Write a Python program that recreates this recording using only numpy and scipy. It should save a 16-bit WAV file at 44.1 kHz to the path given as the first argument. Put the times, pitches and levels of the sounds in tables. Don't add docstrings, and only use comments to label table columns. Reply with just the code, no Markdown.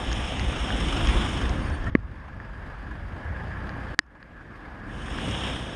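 import sys
import numpy as np
from scipy import signal
from scipy.fft import rfft, irfft, next_fast_len
from scipy.io import wavfile
from scipy.ndimage import uniform_filter1d, minimum_filter1d, map_coordinates

SR = 44100
rng = np.random.default_rng(int(sys.argv[2]) if len(sys.argv) > 2 else 0)


def generate_wav(signal):
    frames = np.transpose(np.atleast_2d(signal))
    scaled = np.clip(frames, -1, 1) * 32767
    pcm = np.round(scaled).astype(np.int16)
    wavfile.write(sys.argv[1], SR, pcm)


def decibels_to_gain(level_db):
    exponent = np.asarray(level_db, float) / 20
    return 10 ** exponent


N = 253575

# time in seconds, firings per second, share of clean exhaust tone 0-1.
SPEED = [(0, 25, .3), (1.2, 24.7, .3), (2, 24, .45), (3.2, 23.7, .55), (3.45, 28.5, .8), (3.65, 31.5, .8),
         (3.87, 28.5, .8), (4.2, 19, .6), (5.05, 23, .75), (5.35, 33, .86), (5.5, 32, .82), (5.75, 28, .75)]
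THUD = 1.95175, -52, [(1123, -18, 0.022), (1700, -12, .012), (2030, -3.5, 0.007), (4360, -29, .003)]
SMACK = 3.9909, -7, [(302, -24.5, 0.033), (1010, -32, 0.023), (1790, -1.5, 0.0096), (2120, -29, .012),
         (2920, -23, 0.0099), (4100, -7, 0.0026), (4780, -8, 0.006)]
OPEN_DB, FILMED_DB = -11.5, -25
FILM_BURST_S = 4.865


def unit(x):
    return x / np.sqrt(np.mean(x ** 2) + 1e-20)


def curves(rows):
    s, *cols = np.transpose(rows)
    return [np.interp(np.arange(N) / SR, s, c) for c in cols]


def wobble(rate):
    knots = rng.standard_normal(int(N * rate / SR) + 4)
    return map_coordinates(knots, [np.arange(N) * rate / SR])


def coloured(x, points, rings=()):
    m = next_fast_len(N + 8192)
    f = np.fft.rfftfreq(m, 1 / SR)
    hz, db = np.transpose(points)
    slope_db = np.interp(np.log(f + 1), np.log(hz + 1), db)
    bumps_db = sum(lift / (1 + (2 * (f - c) / w) ** 2) for c, w, lift in rings)
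    return unit(irfft(rfft(x, m) * decibels_to_gain(slope_db + bumps_db), m)[:N])


def patchy(depth_db):
    z = signal.stft(rng.standard_normal(N + 512), nperseg=512)[2]
    field = uniform_filter1d(rng.standard_normal(z.shape), size=6, axis=0)
    field = uniform_filter1d(field, size=10, axis=1)
    return signal.istft(z * decibels_to_gain(depth_db * unit(field)), nperseg=512)[1][:N]


def ring(s, modes, attack):
    out, t = np.zeros(N + SR), np.arange(2000) / SR
    sway = np.zeros(len(t))
    for k, (hz, db, t60) in enumerate(modes):
        sway += (-1) ** k * decibels_to_gain(db - 60 * t / t60) * np.sin(2 * np.pi * hz * t)
    out[round(s * SR):][:len(t)] = sway * (1 - np.exp(-t / attack))
    return out[:N]


def glide(rows, octave=0, waver=0):
    out, t = np.zeros(N), np.arange(N) / SR
    for s, length, hz0, hz1, db in rows:
        u = np.clip((t - s) / length, 0, 1)
        phase = 2 * np.pi * length * u * (hz0 + (hz1 - hz0) * u / 2) + waver
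        out += decibels_to_gain(db) * np.abs(np.sin(np.pi * u)) * (np.sin(phase) + octave * np.sin(2 * phase))
    return out


def camera():
    # time in seconds, mid level in dB.
    nearness = [(0, -36.5), (.35, -36), (.65, -35.5), (.85, -34.5), (1.2, -33), (1.6, -37), (1.8, -40.5),
                (1.87, -39), (2, -39), (4.8, -40), (5.0, -38), (5.3, -35), (5.5, -37), (5.75, -41)]
    look_ahead = [
        .0515,
        .0428,
    ]
    # gain after the duck in dB, climb per second as share of full gain.
    ducks = [
        (-12.5, 0.32),
        (-27, 0.61),
    ]
    film_starts_s, film_closing_s, burst_decay_s = 1.28, 0.78, .09
    duck_s = .0012
    brighter = 0.36
    t = np.arange(N) / SR
    gain = np.ones(N)
    for hit, ahead, (duck_db, climb) in zip((THUD[0], SMACK[0]), look_ahead, ducks):
        since = t - hit + ahead
        recovering = np.minimum(1, decibels_to_gain(duck_db) + climb * np.maximum(since - ahead, 0))
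        gain = np.where(since > 0, recovering, gain)
    gain = uniform_filter1d(gain, size=round(duck_s * SR) + 1)
    closing = np.clip((t - film_starts_s) / film_closing_s, 0, 1)
    film = closing * np.exp(-np.maximum(t - FILM_BURST_S, 0) / burst_decay_s)
    near_db = curves(nearness)[0]
    clear_db = OPEN_DB + brighter * (near_db - near_db.max() + 2)
    return gain * decibels_to_gain(near_db), clear_db + (FILMED_DB - clear_db) * film


def engine():
    # frequency in Hz, level in dB.
    pipe = [(11, -42), (18, -7.5), (59, 6.5), (114, -5), (162, -14.5), (200, -9.5), (260, -23), (440, -120)]
    # frequency in Hz, level in dB.
    panels = [(65, -30.5), (110, -2.5), (312, -4.5), (455, -18.5), (524, -10.5), (600, -28.5), (780, -43),
              (1320, -120)]
    # time in seconds, exhaust load in dB, body strain in dB.
    load = [(0, 2, -0.5), (.6, 5, 1), (.85, 6.5, 3.5), (1.3, 3, 2), (1.8, 11.5, 4), (2.05, 11.5, 1),
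            (2.7, 6, -2), (3.4, 9.5, -1), (3.8, 5, 0), (4.5, 0.5, 1.1), (5.1, 3.5, 1.5), (5.75, 1, -0.5)]
    orders_db = [0, -3.5, -5.5, -15, -12]
    firings_per_s, steady = curves(SPEED)
    exhaust_db, boom_db = curves(load)
    turns = np.cumsum(firings_per_s * (1 + .004 * wobble(12))) / SR
    fired = np.diff(np.floor(turns), prepend=0) > 0
    cylinder_db = np.array([0, -2.5, 1, -1.5])[np.floor(turns).astype(int) % 4]
    pulses = fired * decibels_to_gain(cylinder_db + 0.88 * rng.standard_normal(N))

    tones = np.zeros(N)
    for k, db in enumerate(orders_db, 2):
        level = decibels_to_gain(db + 1.3 * wobble(6))
        tones += level * np.cos(2 * np.pi * k * turns + k * k / 2 + .5 * wobble(9))
    turbulence = decibels_to_gain(2.1 * wobble(14)) * patchy(1.0)
    rumble = 0.23 * coloured(pulses, pipe) + 1.09 * coloured(turbulence, pipe)
    exhaust = steady * unit(tones) + np.sqrt(1 - steady ** 2) * rumble

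    shaking = decibels_to_gain(1.46 * wobble(18)) * patchy(0.75)
    boom = .5 * steady ** 2 * coloured(pulses, panels) + 0.95 * coloured(shaking, panels)
    knock = np.exp(-3.5 * (turns % 1)) * decibels_to_gain(4.4 * wobble(22.06))
    return decibels_to_gain(exhaust_db) * exhaust + decibels_to_gain(boom_db - 0.3) * boom, knock


def spatter(rate, spread_db):
    landed = rng.random(N) < rate / SR
    return unit(landed * rng.standard_normal(N) * decibels_to_gain(spread_db * rng.exponential(size=N)))


def rain_and_rattle(treble_db, knock):
    # frequency in Hz, level in dB.
    open_port = [(210, -40.5), (350, -2.5), (750, -2), (1030, -3.5), (1910, -6.5), (3600, -10),
                 (4200, -24.5), (6000, -24), (9600, -24.5), (10050, -46), (11000, -53.5), (11500, -55),
                 (14500, -52.5), (15200, -88)]
    filmed_port = [(210, -42), (350, -7), (600, -2), (1210, -3), (2100, -10), (3780, -26.5), (6000, -37),
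                   (11500, -45), (14000, -55.5), (15200, -82)]
    # centre in Hz, width in Hz, lift in dB.
    open_rings = [(534, 22, 3.5), (736, 75, 3.5), (1184, 45, 4), (3090, 1050, 6.5), (5370, 620, 11.5),
                  (6580, 230, 9), (9080, 980, 4.5), (10600, 500, 6.5), (12750, 900, 16)]
    film_rings = [(1040, 61, 2), (1682, 250, 10), (4800, 440, 8)]
    clear = np.sqrt(np.clip(decibels_to_gain(treble_db + 10.5) ** 2 - decibels_to_gain(-16.0) ** 2, 0, 2))
    film = np.sqrt(1 - np.clip(1.134 * clear, 0, .97) ** 2)

    def source():
        hiss = patchy(1.5) * (1 + 0.43 * knock) * decibels_to_gain(0.59 * wobble(7.8))
        return hiss + 0.28 * spatter(2500, spread_db=0.3)

    through_clear = decibels_to_gain(2.5) * clear * coloured(source(), open_port, open_rings)
    through_film = decibels_to_gain(1.0) * film * coloured(source(), filmed_port, film_rings)
    return through_clear + through_film


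def fan_rush(treble_db, knock):
    # frequency in Hz, level in dB.
    fan_band = [(1500, -120), (2200, -40), (2750, -3), (3350, 2.5), (3750, -4.5), (4200, -42.5),
                (5500, -120)]
    octaves = np.log2(curves(SPEED)[0] / 32)
    level = decibels_to_gain(-4.5 + 23 * octaves)
    return decibels_to_gain(treble_db - OPEN_DB) ** 2 * level * (1 + .3 * knock) * coloured(patchy(2.2), fan_band)


def chassis_lurches():
    # start in seconds, length in seconds, pitch in Hz, level in dB.
    lurches = [(0.063, 0.061, 52, -23.5), (0.428, .08, 67, -19.5), (0.599, .06, 60.6, -23),
               (.86, 0.11, 44, -23.5), (1.03, 0.031, 50, -14.5), (1.066, 0.052, 56, -12),
               (1.142, 0.054, 52.5, -15.5), (1.321, 0.068, 58, -19.5), (1.423, 0.059, 65, -22),
               (1.671, 0.078, 69.7, -25.5), (1.781, .05, 40, -24.5), (1.834, 0.048, 62.6, -23.5)]
    sag = 0.91
    return glide([(s, length, hz, hz * sag, db) for s, length, hz, db in lurches])


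def small_drops():
    # time in seconds, peak in dB, ring in Hz, case body in dB, bright crack in dB.
    ticks = [(0.116, -19.5, 1700, -11, -21), (0.129, -18.5, 3130, -11, -10.5),
             (0.3955, -17.5, 2050, -7, -20), (0.7042, -11.5, 1700, -25, -36), (0.8614, -40, 3320, -6, -17),
             (0.9297, -15, 1360, -24, -36), (1.072, -12, 3220, -14, -20), (1.3787, -23, 3240, -10, -24),
             (1.494, -23, 1570, -9, -14.5), (1.592, -21, 1550, -26, -40), (1.7, -33, 1740, -15, -15),
             (1.8424, -36, 1800, -18, -13), (2.401, -20.5, 1770, -36, -46), (3.6928, -21.5, 1770, -12, -34),
             (4.0644, -52, 1650, -24, -20), (4.228, -27, 1750, -14.5, -45), (4.5394, -52, 1640, -16, -31),
             (5.083, -20.5, 1680, -26, -36), (5.1862, -13, 1640, -25, -33), (5.3114, -26, 3360, -18, -11)]
    out = np.zeros(N)
    for s, db, hz, body_db, crack_db in ticks:
        main = [(hz, db - 4.5, .011), (.68 * hz, db - 12, .008)]
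        body = [(pitch, db + body_db - 0.5, .005) for pitch in (2340, 2950, 4070, 4800)]
        crack = [(pitch, db + crack_db + 7.5, .006) for pitch in (5450, 6500)]
        out += ring(s, main + body + crack, attack=.0004)
    return out


def brake_squeal():
    # start in seconds, length in seconds, start in Hz, end in Hz, level in dB.
    slips = [
        (1.617, .03, 4470, 4620, -56),
        (1.649, .012, 4620, 4520, -58),
        (1.657, .05, 4490, 4445, -56),
        (1.712, .055, 4430, 4540, -54),
        (1.762, .03, 4530, 4530, -68),
    ]
    waver = 2 * np.pi * np.cumsum(12 * wobble(90)) / SR
    return decibels_to_gain(1.5 * wobble(60)) * glide(slips, octave=1, waver=waver)


def creaks():
    # start in seconds, length in seconds, start in Hz, end in Hz, level in dB.
    creak_rows = [
        (1.858, .033, 1680, 1950, -33),
        (1.86, .025, 1350, 1340, -36),
        (1.643, .016, 4900, 5000, -53),
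        (4.0, .05, 5250, 5250, -76),
    ]
    return glide(creak_rows)


def big_drops():
    push = 1.95135, [(250, 8.5, .0135), (560, -3, .006)], .002
    out = ring(*push)
    for (s, crack_db, modes), attack in ((THUD, .0004), (SMACK, .00006)):
        crack = [(6120, crack_db, 0.0013), (9100, crack_db - 10.5, 0.0014),
                 (10800, crack_db - 28, 0.0052), (14000, crack_db - 26.5, 0.0022)]
        out += ring(s, modes + crack, attack)
    return out


def rim_whistle(treble_db):
    # frequency in Hz, level in dB.
    rim_band = [(4500, -120), (6500, -30), (7600, -5), (8900, 1), (9700, -3), (10100, -40), (10600, -120)]
    opened = np.arange(N) / SR > FILM_BURST_S
    return decibels_to_gain(treble_db - OPEN_DB) * decibels_to_gain(-22) * opened * coloured(patchy(1.5), rim_band)


def thinned(x, from_hz, under_db, dip):
    hz, _, z = signal.stft(x, SR, nperseg=2048)
    power = np.abs(uniform_filter1d(np.abs(z) ** 2, size=12, axis=-2))
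    usual = np.abs(uniform_filter1d(power, size=7, axis=-1))
    usual = minimum_filter1d(usual, size=5, axis=-1)
    mids = usual[..., (hz > 500) & (hz < 2000), :].mean(axis=-2, keepdims=True)
    quiet = usual < mids * decibels_to_gain(under_db) ** 2
    faint = (hz[:, None] > from_hz) & quiet & (power < dip * usual)
    return signal.istft(z * np.where(faint, .05, 1), SR, nperseg=2048)[1][..., :N]


def scene():
    gain, treble_db = camera()
    motor, knock = engine()
    steady = motor + rain_and_rattle(treble_db, knock)
    steady = steady + fan_rush(treble_db, knock) + rim_whistle(treble_db)
    sudden = chassis_lurches() + small_drops() + brake_squeal() + creaks() + big_drops()
    return (gain * steady + sudden)[None]


def top_cut(x):
    return signal.sosfilt(signal.butter(12, 16230, fs=SR, output="sos"), x)


def record(dry):
    # frequency in Hz, level in dB.
    hiss_slope = [(1500, -30.5), (4000, -8), (7000, -4), (12000, -6), (14000, -43)]
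    hiss = decibels_to_gain(-90.0) * coloured(rng.standard_normal(N), hiss_slope)
    mix = thinned(dry + hiss, from_hz=6500, under_db=-36, dip=.72)
    return top_cut(mix)


dry = scene()
out = record(dry)
generate_wav(out)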